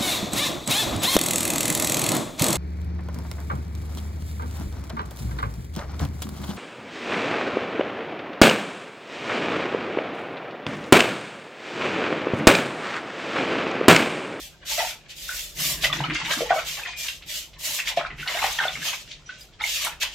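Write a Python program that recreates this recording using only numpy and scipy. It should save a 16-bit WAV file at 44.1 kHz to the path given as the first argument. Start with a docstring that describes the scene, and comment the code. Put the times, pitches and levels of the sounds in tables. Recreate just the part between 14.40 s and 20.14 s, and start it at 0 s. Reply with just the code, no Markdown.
"""Bristles hiss over grit, stroke after stroke: a wet brush scrubs a brick over a basin.
The brush dips and slaps the water; bubbles ring as plops and fizz, droplets tick, and the
water pushes the basin wall into a soft boom. One faint squeak sounds midway.
Floor and bench rumble under the work; the low workshop answers briefly."""
import sys
import numpy as np
from scipy import signal
from scipy.fft import rfft, irfft, next_fast_len
from scipy.io import wavfile
from scipy.ndimage import uniform_filter1d, map_coordinates

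SR = 44100
rng = np.random.default_rng(int(sys.argv[2]) if len(sys.argv) > 2 else 0)


def to_wav(s):
    """Save 16-bit WAV."""
    ch = np.atleast_2d(s).T  # columns
    pcm = np.round(np.clip(ch, -1, 1) * 32767)  # PCM
    wavfile.write(sys.argv[1], SR, pcm.astype(np.int16))


N = 253134

# Spectra of room air, bench, stirred water and bristles. Each row: frequency in Hz, relative level in dB.
AIR_SPECTRUM = [(40, -25), (90, 2.5), (140, -1.5), (300, -9), (600, -6.5), (1500, -27), (3200, -13.5),
                (7500, -21.5), (16000, -80)]
BENCH_SPECTRUM = [(15, -33), (28, -0.5), (57, 5), (85, -12.5), (130, -69)]
FROTH_SPECTRUM = [(300, -20.5), (500, -8.5), (900, -3), (2000, 2), (3500, -4), (6000, -20.5), (16000, -66)]
BRISTLE_SPECTRUM = [(350, -60), (600, -9.5), (757, -28), (1400, -21.5), (1630, -16.5), (1770, -11),
                    (3590, -3), (3950, -4.5), (7310, -3), (9350, -9.5), (13900, -5), (15700, -18)]
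# Stereo image. Each row: frequency in Hz, left-right correlation.
CORRELATION = [(30, 0.97), (200, 0.7), (700, 0.95), (1500, 0.65), (3000, 0.35), (16000, 0.45)]
# Room decay. Each row: frequency in Hz, T60 in seconds.
ROOM_T60 = [(200, 0.21), (1000, 0.21), (4000, 0.25), (12000, 0.19)]
# Floor and bench shaking. Each row: time in seconds, level in dB.
RUMBLE_LEVEL = [(0, -53.5), (.8, -56.5), (.93, -46.5), (1.1, -54), (1.45, -43.5), (2.15, -49), (2.4, -55),
                (3.4, -55), (3.6, -52), (4.0, -49), (4.2, -55.5), (5.3, -55.5), (5.74, -50)]
# Basin resonances. Each row: frequency in Hz, width in Hz, weight in dB.
BASIN_MODES = [(147.8, 37.4, -2.5), (242, 122, -4), (306.6, 180, -5)]
# Water pushing the basin wall. Each row: start in seconds, hold in seconds, level in dB.
WALL_PUSHES = [(1.14, 0.3, -42), (1.486, 0.084, -36), (1.647, 0.03, -38), (1.799, .005, -37),
               (1.947, .005, -39), (2.087, 0.17, -54), (3.24, 0.0046, -52), (3.528, .005, -52),
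               (3.674, 0.091, -47), (4.187, 0.056, -53), (4.323, 0.051, -44.5), (4.633, 0.0049, -51),
               (5.423, .005, -51.5)]
# Squeak contour. Each row: time in seconds, pitch in Hz, level in dB.
SQUEAK_PATH = [(2.43, 2480, -66), (2.46, 2463, -42), (2.58, 2442, -37.5), (2.61, 2380, -37),
               (2.69, 2345, -62)]
# Stirred water. Each row: start, rise and hold in seconds, level in dB, fade in dB per second.
WATER_SURGES = [(0.19, 0.17, 0.076, -43, 100), (0.37, 0.013, 0.052, -35, 174),
                (0.878, 0.0097, 0.02, -38, 240), (1.159, 0.052, 0.069, -40.5, 60),
                (1.432, 0.012, 0.0086, -27.5, 370), (1.503, 0.04, 0.1, -36, 210),
                (1.674, 0.019, 0.12, -36.5, 177), (1.865, 0.047, 0.036, -31.5, 160),
                (1.964, 0.023, 0.071, -38, 210), (2.091, 0.012, 0.015, -30.5, 106),
                (2.3, 0.17, 0, -34.5, 302), (2.62, 0.068, 0, -43, 430), (3.1, .3, 0, -44, 210),
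                (3.428, 0.059, 0.045, -41, 340), (3.565, 0.009, 0.011, -30.5, 126),
                (3.834, 0.078, 0.054, -30, 101), (4, 0.027, 0.027, -25.5, 248),
                (4.179, 0.012, 0.019, -26, 131), (4.398, 0.11, 0.03, -37, 504),
                (5.188, 0.02, 0.016, -37, 220), (5.33, 0.11, 0.068, -41.5, 210), (5.44, 0.025, 0, -33, 262),
                (5.612, 0.013, 0, -29, 340)]
# Large bubbles and high droplets. Each row: start in seconds, level in dB, pitch in Hz, life in ms.
BUBBLES_AND_DROPLETS = [(.312, -34.5, 837, 14), (.379, -19, 620, 10), (.402, -20, 838, 6.6), (.424, -22, 670, 8.4),
                        (0.445, -28, 874, 7.3), (0.509, -28.5, 3560, 3.5), (0.891, -22.5, 1437, 7.2),
                        (1.242, -26, 3520, 14), (1.44, -20.5, 3020, 17), (1.442, -18, 1960, 13),
                        (1.451, -25, 564, 7.7), (1.498, -26, 1150, 7.2), (1.527, -12.5, 3420, 4.3),
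                        (1.539, -35, 6700, 4), (1.570, -28, 5900, 3), (1.594, -25.5, 3700, 3.1),
                        (1.604, -16.5, 820, 3.1), (1.638, -19, 2960, 5.1), (1.639, -24, 1240, 13),
                        (1.682, -30, 225, 10.7), (1.712, -30, 263, 17), (1.734, -30, 4500, 3),
                        (1.756, -23, 2030, 5.8), (1.765, -31, 4800, 4), (1.857, -26, 3750, 6),
                        (1.876, -32.5, 890, 24), (1.907, -28, 4980, 6), (1.907, -25.5, 1425, 6.5),
                        (1.936, -25.5, 1210, 4.1), (1.968, -28.5, 233, 12.6), (2.006, -17.5, 540, 4.8),
                        (2.014, -23, 432, 12.6), (2.105, -7, 687, 7.6), (2.109, -19.5, 1450, 10),
                        (2.158, -20, 585, 11.8), (2.169, -27.5, 1267, 17), (2.150, -31.5, 2206, 34),
                        (2.433, -25.5, 2480, 5.5), (2.459, -24.5, 1780, 5.1), (3.399, -19.5, 2590, 5.8),
                        (3.473, -23, 2150, 4.6), (3.572, -12, 630, 7), (3.65, -20, 1374, 2.5),
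                        (3.828, -26.5, 1430, 6.4), (3.878, -22, 4400, 4.6), (3.885, -19, 2050, 5),
                        (3.946, -26.5, 634, 13), (3.989, -20, 2090, 6.3), (4.027, -22, 1140, 4.4),
                        (4.041, -14, 748, 5.9), (4.126, -27.5, 6300, 7), (4.186, -19, 3220, 4),
                        (4.187, -16.5, 1780, 6.7), (4.200, -13.5, 1504, 6.4), (4.208, -27.5, 790, 11),
                        (4.247, -23, 1420, 11.6), (4.252, -18.5, 655, 5.4), (4.281, -17, 3480, 4.5),
                        (4.353, -24, 2110, 5.3), (4.427, -27, 1670, 6.4), (4.856, -43.5, 5820, 24),
                        (4.89, -28.5, 1460, 10.7), (5.008, -41, 4880, 15), (5.207, -30.5, 843, 13.6),
                        (5.209, -18.5, 2080, 2.5), (5.217, -23.5, 3640, 4.4), (5.238, -15, 2144, 4.9),
                        (5.447, -22.5, 2220, 6.8), (5.469, -25, 1330, 3.3), (5.469, -24.5, 883, 5.8),
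                        (5.623, -24, 3320, 4.2)]
# Water slaps and brush taps. Each row: start in seconds, level in dB, decay in ms, centre in Hz.
WATER_SLAPS = [(1.422, -23, 6, 3700), (1.438, -14, 11.4, 2950), (1.528, -34, 8.7, 3980),
               (1.698, -21.5, 14, 2020), (1.746, -30, 4.4, 5500), (1.750, -22.5, 17, 2230),
               (1.843, -26, 30, 2330), (2.102, -24, 29, 1160), (2.528, -33, 9.6, 2280),
               (2.683, -18, 6.5, 2930), (2.82, -39, 18, 2940), (3.131, -42, 14, 3240),
               (3.386, -21.5, 15, 2440), (3.469, -24, 23, 2580), (3.572, -28, 5.4, 2900),
               (3.7, -32, 15, 1880), (3.778, -33, 50, 2500), (3.873, -22.5, 13, 3030),
               (4.125, -35, 7.5, 6070), (4.188, -22, 4.9, 2780), (4.353, -32.5, 18, 1910),
               (4.415, -27.5, 7.3, 2170), (4.674, -40, 6.5, 3070), (4.713, -34, 7, 3700),
               (4.889, -39, 24, 2400), (5.126, -51.5, 20, 3500), (5.445, -23.5, 8, 9800),
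               (5.465, -28, 7, 2540), (5.613, -25, 36, 2900)]
# Brush contacts. Each row: start, rise and hold in seconds, level in dB, fade in dB per second,
# dullness from 0 to 1.
BRUSH_STROKES = [(-.1, 0.043, .11, -37.5, 254, 0.24), (0.247, 0.074, 0.17, -27, 272, 0.4),
                 (0.681, 0.022, 0.0067, -43.5, 136, 0.72), (0.737, 0.1, 0.069, -35, 61, 0.22),
                 (0.831, 0.14, 0.034, -32, 130, 0.15), (1.145, 0.092, 0.071, -24, 185, 0.14),
                 (1.405, 0.046, .002, -23.5, 388.5, 0.39), (1.523, 0.011, .005, -32.5, 140, 0.63),
                 (1.73, 0.018, 0.013, -34.5, 68, 1), (1.831, 0.098, 0.019, -28.5, 87, 0.5),
                 (2.087, 0.012, 0.0044, -39.5, 100, 1), (2.127, 0.024, .005, -36, 126, 0.4),
                 (2.234, 0.053, 0.082, -31, 146, 0.45), (2.461, 0.014, .005, -38.5, 140, 0.99),
                 (2.558, 0.045, 0.069, -30.5, 168, 0.38), (2.856, 0.071, 0.064, -30.5, 248, 0.36),
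                 (3.182, 0.087, 0.11, -27, 242, 0.18), (3.449, 0.039, .002, -28, 350, 0.62),
                 (3.56, 0.013, .002, -36, 403, 0.75), (3.76, 0.058, .01, -44.5, 90, 0.4),
                 (3.852, 0.091, 0.072, -31.5, 40, 0.43), (3.897, 0.18, 0.047, -33, 250, 0.46),
                 (4.12, 0.018, 0.3, -36.5, 125, 0.7), (4.404, 0.075, 0.011, -26, 151, 0.52),
                 (4.672, 0.042, 0.0021, -42, 273, 0.98), (4.845, 0.052, 0.1, -50.5, 207, 1),
                 (4.974, 0.039, 0.0018, -45.5, 253, .15), (5.207, 0.091, 0.17, -26.5, 330, 0.47),
                 (5.598, 0.033, 0.0017, -24.5, 456, 0.5), (5.67, 0.026, .05, -42.5, 200, 0.83)]

GAIN_HOP = 32  # samples


def amp(db):
    return 10 ** (np.asarray(db) / 20)


def unit_rms(x):
    return x / np.sqrt(np.mean(x ** 2) + 1e-20)


def at_hz(rows, hz):
    """Interpolate (Hz, value) rows on a log axis."""
    knots_hz, values = np.transpose(rows)
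    return np.interp(np.log(hz + 1), np.log(knots_hz + 1), values)


def curves(rows):
    """Per-sample curve for each column after the time."""
    time_s, *columns = np.transpose(rows)
    return [np.interp(np.arange(N) / SR, time_s, column) for column in columns]


def wobble(rate_hz):
    """Smooth random curve, about unit size."""
    return map_coordinates(rng.standard_normal(int(N * rate_hz / SR) + 4), [np.arange(N) * rate_hz / SR])


def filtered(x, response):
    """Apply a complex response, given as a function of Hz."""
    size = next_fast_len(N + SR // 2)
    return irfft(rfft(x, size) * response(np.fft.rfftfreq(size, 1 / SR)), size)[..., :N]


def mid_side_gains(hz):
    angle = np.arccos(np.clip(at_hz(CORRELATION, hz), 0, 1)) / 2
    return np.array([np.cos(angle), np.sin(angle)])


def spread(pair, spectrum):
    """Colour two independent noises and mix to partly correlated stereo, rms 1."""
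    mid, side = filtered(pair, lambda hz: amp(at_hz(spectrum, hz)) * mid_side_gains(hz))
    return unit_rms(np.array([mid + side, mid - side]))


def patchy_noise(depth_db):
    """Two noises sharing narrow, lingering patches of gain, capped so none becomes a note."""
    spectra = signal.stft(rng.standard_normal((2, N + 512)), nperseg=512)[2]
    patches = uniform_filter1d(rng.standard_normal(spectra.shape[1:]), 2, axis=0)
    patches = unit_rms(uniform_filter1d(patches, 7, axis=1))
    return signal.istft(spectra * amp(depth_db * np.minimum(patches, 1.5)), nperseg=512)[1][:, :N]


def swells(start_s, rise_s, hold_s, db, fade_db_per_s, droop_db_per_s=0):
    """Coarse rise-hold-fade gain per gesture, and seconds spent fading."""
    t = np.arange(0, N, GAIN_HOP) / SR - start_s[:, None]
    rise_s, hold_s, db, fade_db_per_s = (np.reshape(v, (-1, 1)) for v in (rise_s, hold_s, db, fade_db_per_s))
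    fading_s = np.maximum(t - rise_s - hold_s, 0)
    level_db = db - droop_db_per_s * np.clip(t - rise_s, 0, hold_s) - fade_db_per_s * fading_s
    return np.clip(t / rise_s, 0, 1) ** 0.97 * amp(level_db), fading_s


def per_sample(coarse):
    return np.interp(np.arange(N), np.arange(0, N, GAIN_HOP), coarse)


def power_sum(gains, rest_db):
    return per_sample(np.sqrt(np.sum(gains ** 2, 0) + amp(rest_db) ** 2))


def bubbles(start_s, gain, hz, life_s, climb, swell=3):
    """Short sines that swell, die and climb in pitch as each bubble nears the surface."""
    t = np.arange(round(2.5 * life_s.max() * SR)) / SR
    age = 4.5 * t / life_s[:, None]
    envelope = gain[:, None] * (age / swell) ** swell * np.exp(swell - age)
    phase = 2 * np.pi * hz[:, None] * t * (1 + np.reshape(climb, (-1, 1)) * age)
    index = np.round(start_s * SR).astype(int)[:, None] + np.arange(len(t))
    return np.bincount(index.ravel(), (envelope * np.sin(phase)).ravel(), N + SR)[:N]


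def room_air():
    """Quiet, steady workshop noise."""
    return amp(-56.5) * spread(patchy_noise(depth_db=1.0), AIR_SPECTRUM)


def bench_rumble():
    """Floor and bench shake under the work."""
    level_db, = curves(RUMBLE_LEVEL)
    return amp(level_db) * spread(patchy_noise(depth_db=2.5), BENCH_SPECTRUM)


def room_echo(x):
    """Wall reflections, each frequency dying at its own rate; a new tail every third of a second."""
    out = np.zeros((2, N + 2 * SR))
    hop, predelay = SR // 3, 250  # samples
    for start in range(0, N, hop):
        hz, t, noise = signal.stft(rng.standard_normal((2, SR // 2)), SR, nperseg=256)
        mid, side = noise * mid_side_gains(hz)[..., None]
        decay = amp(-60 * t / at_hz(ROOM_T60, hz)[:, None])
        tail = signal.istft(np.array([mid + side, mid - side]) * decay, SR, nperseg=256)[1]
        wet = signal.fftconvolve(x[None, start:start + hop], tail / np.linalg.norm(tail[0]), axes=1)
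        out[:, start + predelay:][:, :wet.shape[1]] += wet
    return out[:, :N]


def basin_boom():
    """Lumpy water pressure rings the low modes of the basin."""
    def wall(hz):
        return sum((-1) ** k * amp(db) * 1j * hz * width_hz / (mode_hz ** 2 - hz ** 2 + 1j * hz * width_hz)
                   for k, (mode_hz, width_hz, db) in enumerate(BASIN_MODES))

    start_s, hold_s, db = np.transpose(WALL_PUSHES)
    gains, _ = swells(start_s, rise_s=0.053, hold_s=hold_s, db=db, fade_db_per_s=188)
    pressure = rng.standard_normal(N) * amp(2.0 * wobble(25))
    return power_sum(gains, rest_db=-62) * unit_rms(filtered(pressure, lambda hz: wall(hz) ** 2))


def squeak():
    """Thin, slightly unsteady whistle."""
    hz, db = curves(SQUEAK_PATH)
    t = np.arange(N) / SR
    sounding = (t > SQUEAK_PATH[0][0]) & (t < SQUEAK_PATH[-1][0])
    gain = amp(db + 0.99 * wobble(40.9)) * sounding
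    return gain * np.sin(2 * np.pi * np.cumsum(hz + 8 * wobble(60)) / SR)


def spatter():
    """Fine droplets tick and fizz left and right of the brush."""
    when, pitch, strength, length = rng.random((2400, 4)).T
    start_s, hz = when * N / SR, 3000 * 2.9 ** pitch
    gain = amp(-5 * np.log(strength + 0.08))
    life_s = (2.2 + 6 * length) / hz
    centre, left, right = (bubbles(start_s[k::3], gain[k::3], hz[k::3], life_s[k::3], climb=0.012)
                           for k in range(3))
    return unit_rms(np.array([centre + left, centre + right]))


def froth():
    """Stirred water surges: mono fizz of small bubbles, stereo wash with droplets."""
    gains, _ = swells(*np.transpose(WATER_SURGES))
    level = power_sum(gains, rest_db=-61.5)
    when, pitch, strength, length = rng.random((1500, 4)).T
    hz = 600 * 13.0 ** pitch
    gain = amp(-4.5 * np.log(strength + 0.054) + at_hz(FROTH_SPECTRUM, hz))
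    fizz = unit_rms(bubbles(when * N / SR, gain, hz, life_s=(2.54 + 5.8 * length) / hz, climb=0.011))
    churn = patchy_noise(depth_db=6) * amp(4.0 * wobble(30) + 3.4 * wobble(90))
    wash = spread(churn, FROTH_SPECTRUM) + amp(-21.5) * spatter()
    return amp(-5.5) * level * fizz, level * wash


def plops():
    """Large bubbles and high droplets ring as ragged notes; the deeper ones climb most."""
    start_s, db, hz, life_ms = np.transpose(BUBBLES_AND_DROPLETS)
    notes = bubbles(start_s, amp(db), hz, life_ms / 1000, climb=7 / hz, swell=2.39)
    return notes * amp(1.1 * wobble(350) + 0.8 * wobble(1100))


def slaps():
    """Each slap is a gritty burst around the pitch of the cavity it opens."""
    out = np.zeros(N + SR)
    size = SR // 8
    t, hz = np.arange(size) / SR, np.fft.rfftfreq(size, 1 / SR)
    for start_s, db, decay_ms, centre_hz in WATER_SLAPS:
        grit = rng.standard_normal(size) * np.repeat(amp(2.5 * rng.standard_normal(size)), 40)[:size]
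        cavity = 1 / (1 + (1.18 * (hz / centre_hz - centre_hz / (hz + 1))) ** 2)
        lowpass = 1 / (1 + (hz / (2.0 * centre_hz)) ** 4)
        burst = unit_rms(irfft(rfft(grit) * cavity * lowpass, size))
        age = t / (decay_ms / 1000)
        envelope = (1 - np.exp(-age / 0.3)) * np.exp(-age ** 2)
        out[round(start_s * SR):][:size] += amp(db) * envelope * burst
    return out[:N]


def brush():
    """Bristle tips flick over the grit; a soaked brush loses its top and gains a throaty rasp."""
    *gesture, stroke_dullness = np.transpose(BRUSH_STROKES)
    gains, fading_s = swells(*gesture, droop_db_per_s=18)  # a held stroke slows and weakens
    dulling = stroke_dullness[:, None] + 0.4 * fading_s
    dullness = np.sum(gains ** 2 * dulling, 0) / (np.sum(gains ** 2, 0) + 1e-12)
    dullness = np.clip(per_sample(dullness), 0, 1)
    flicks = patchy_noise(depth_db=3.0) * amp(0.72 * wobble(900) + 1.3 * wobble(40) + 0.62 * wobble(180))
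    hiss = spread(flicks, BRISTLE_SPECTRUM)
    rasp = filtered(hiss, lambda hz: (1 + 2.4 / (1 + ((hz - 2700) / 900) ** 2)) / (1 + (hz / 7500) ** 8))
    return power_sum(gains, rest_db=-90) * ((1 - dullness) * hiss + dullness * rasp)


def scene():
    """Brush, water and basin in the workshop."""
    fizz, wash = froth()
    notes = fizz + plops() + squeak()
    splash, boom = slaps(), basin_boom()
    hiss = brush() + wash
    # Low notes radiate all round and fill the room most.
    low_notes = filtered(notes, lambda hz: 1 / (1 + (hz / 3200) ** 2))
    echo = room_echo(amp(-1.5) * low_notes + amp(-2.5) * splash + amp(-9.0) * (hiss[0] + boom))
    return room_air() + bench_rumble() + echo + boom + notes + splash + hiss


def record(dry):
    """Brick-wall low-pass."""
    return filtered(dry, lambda hz: hz < 15850)


dry = scene()
out = record(dry)
to_wav(out)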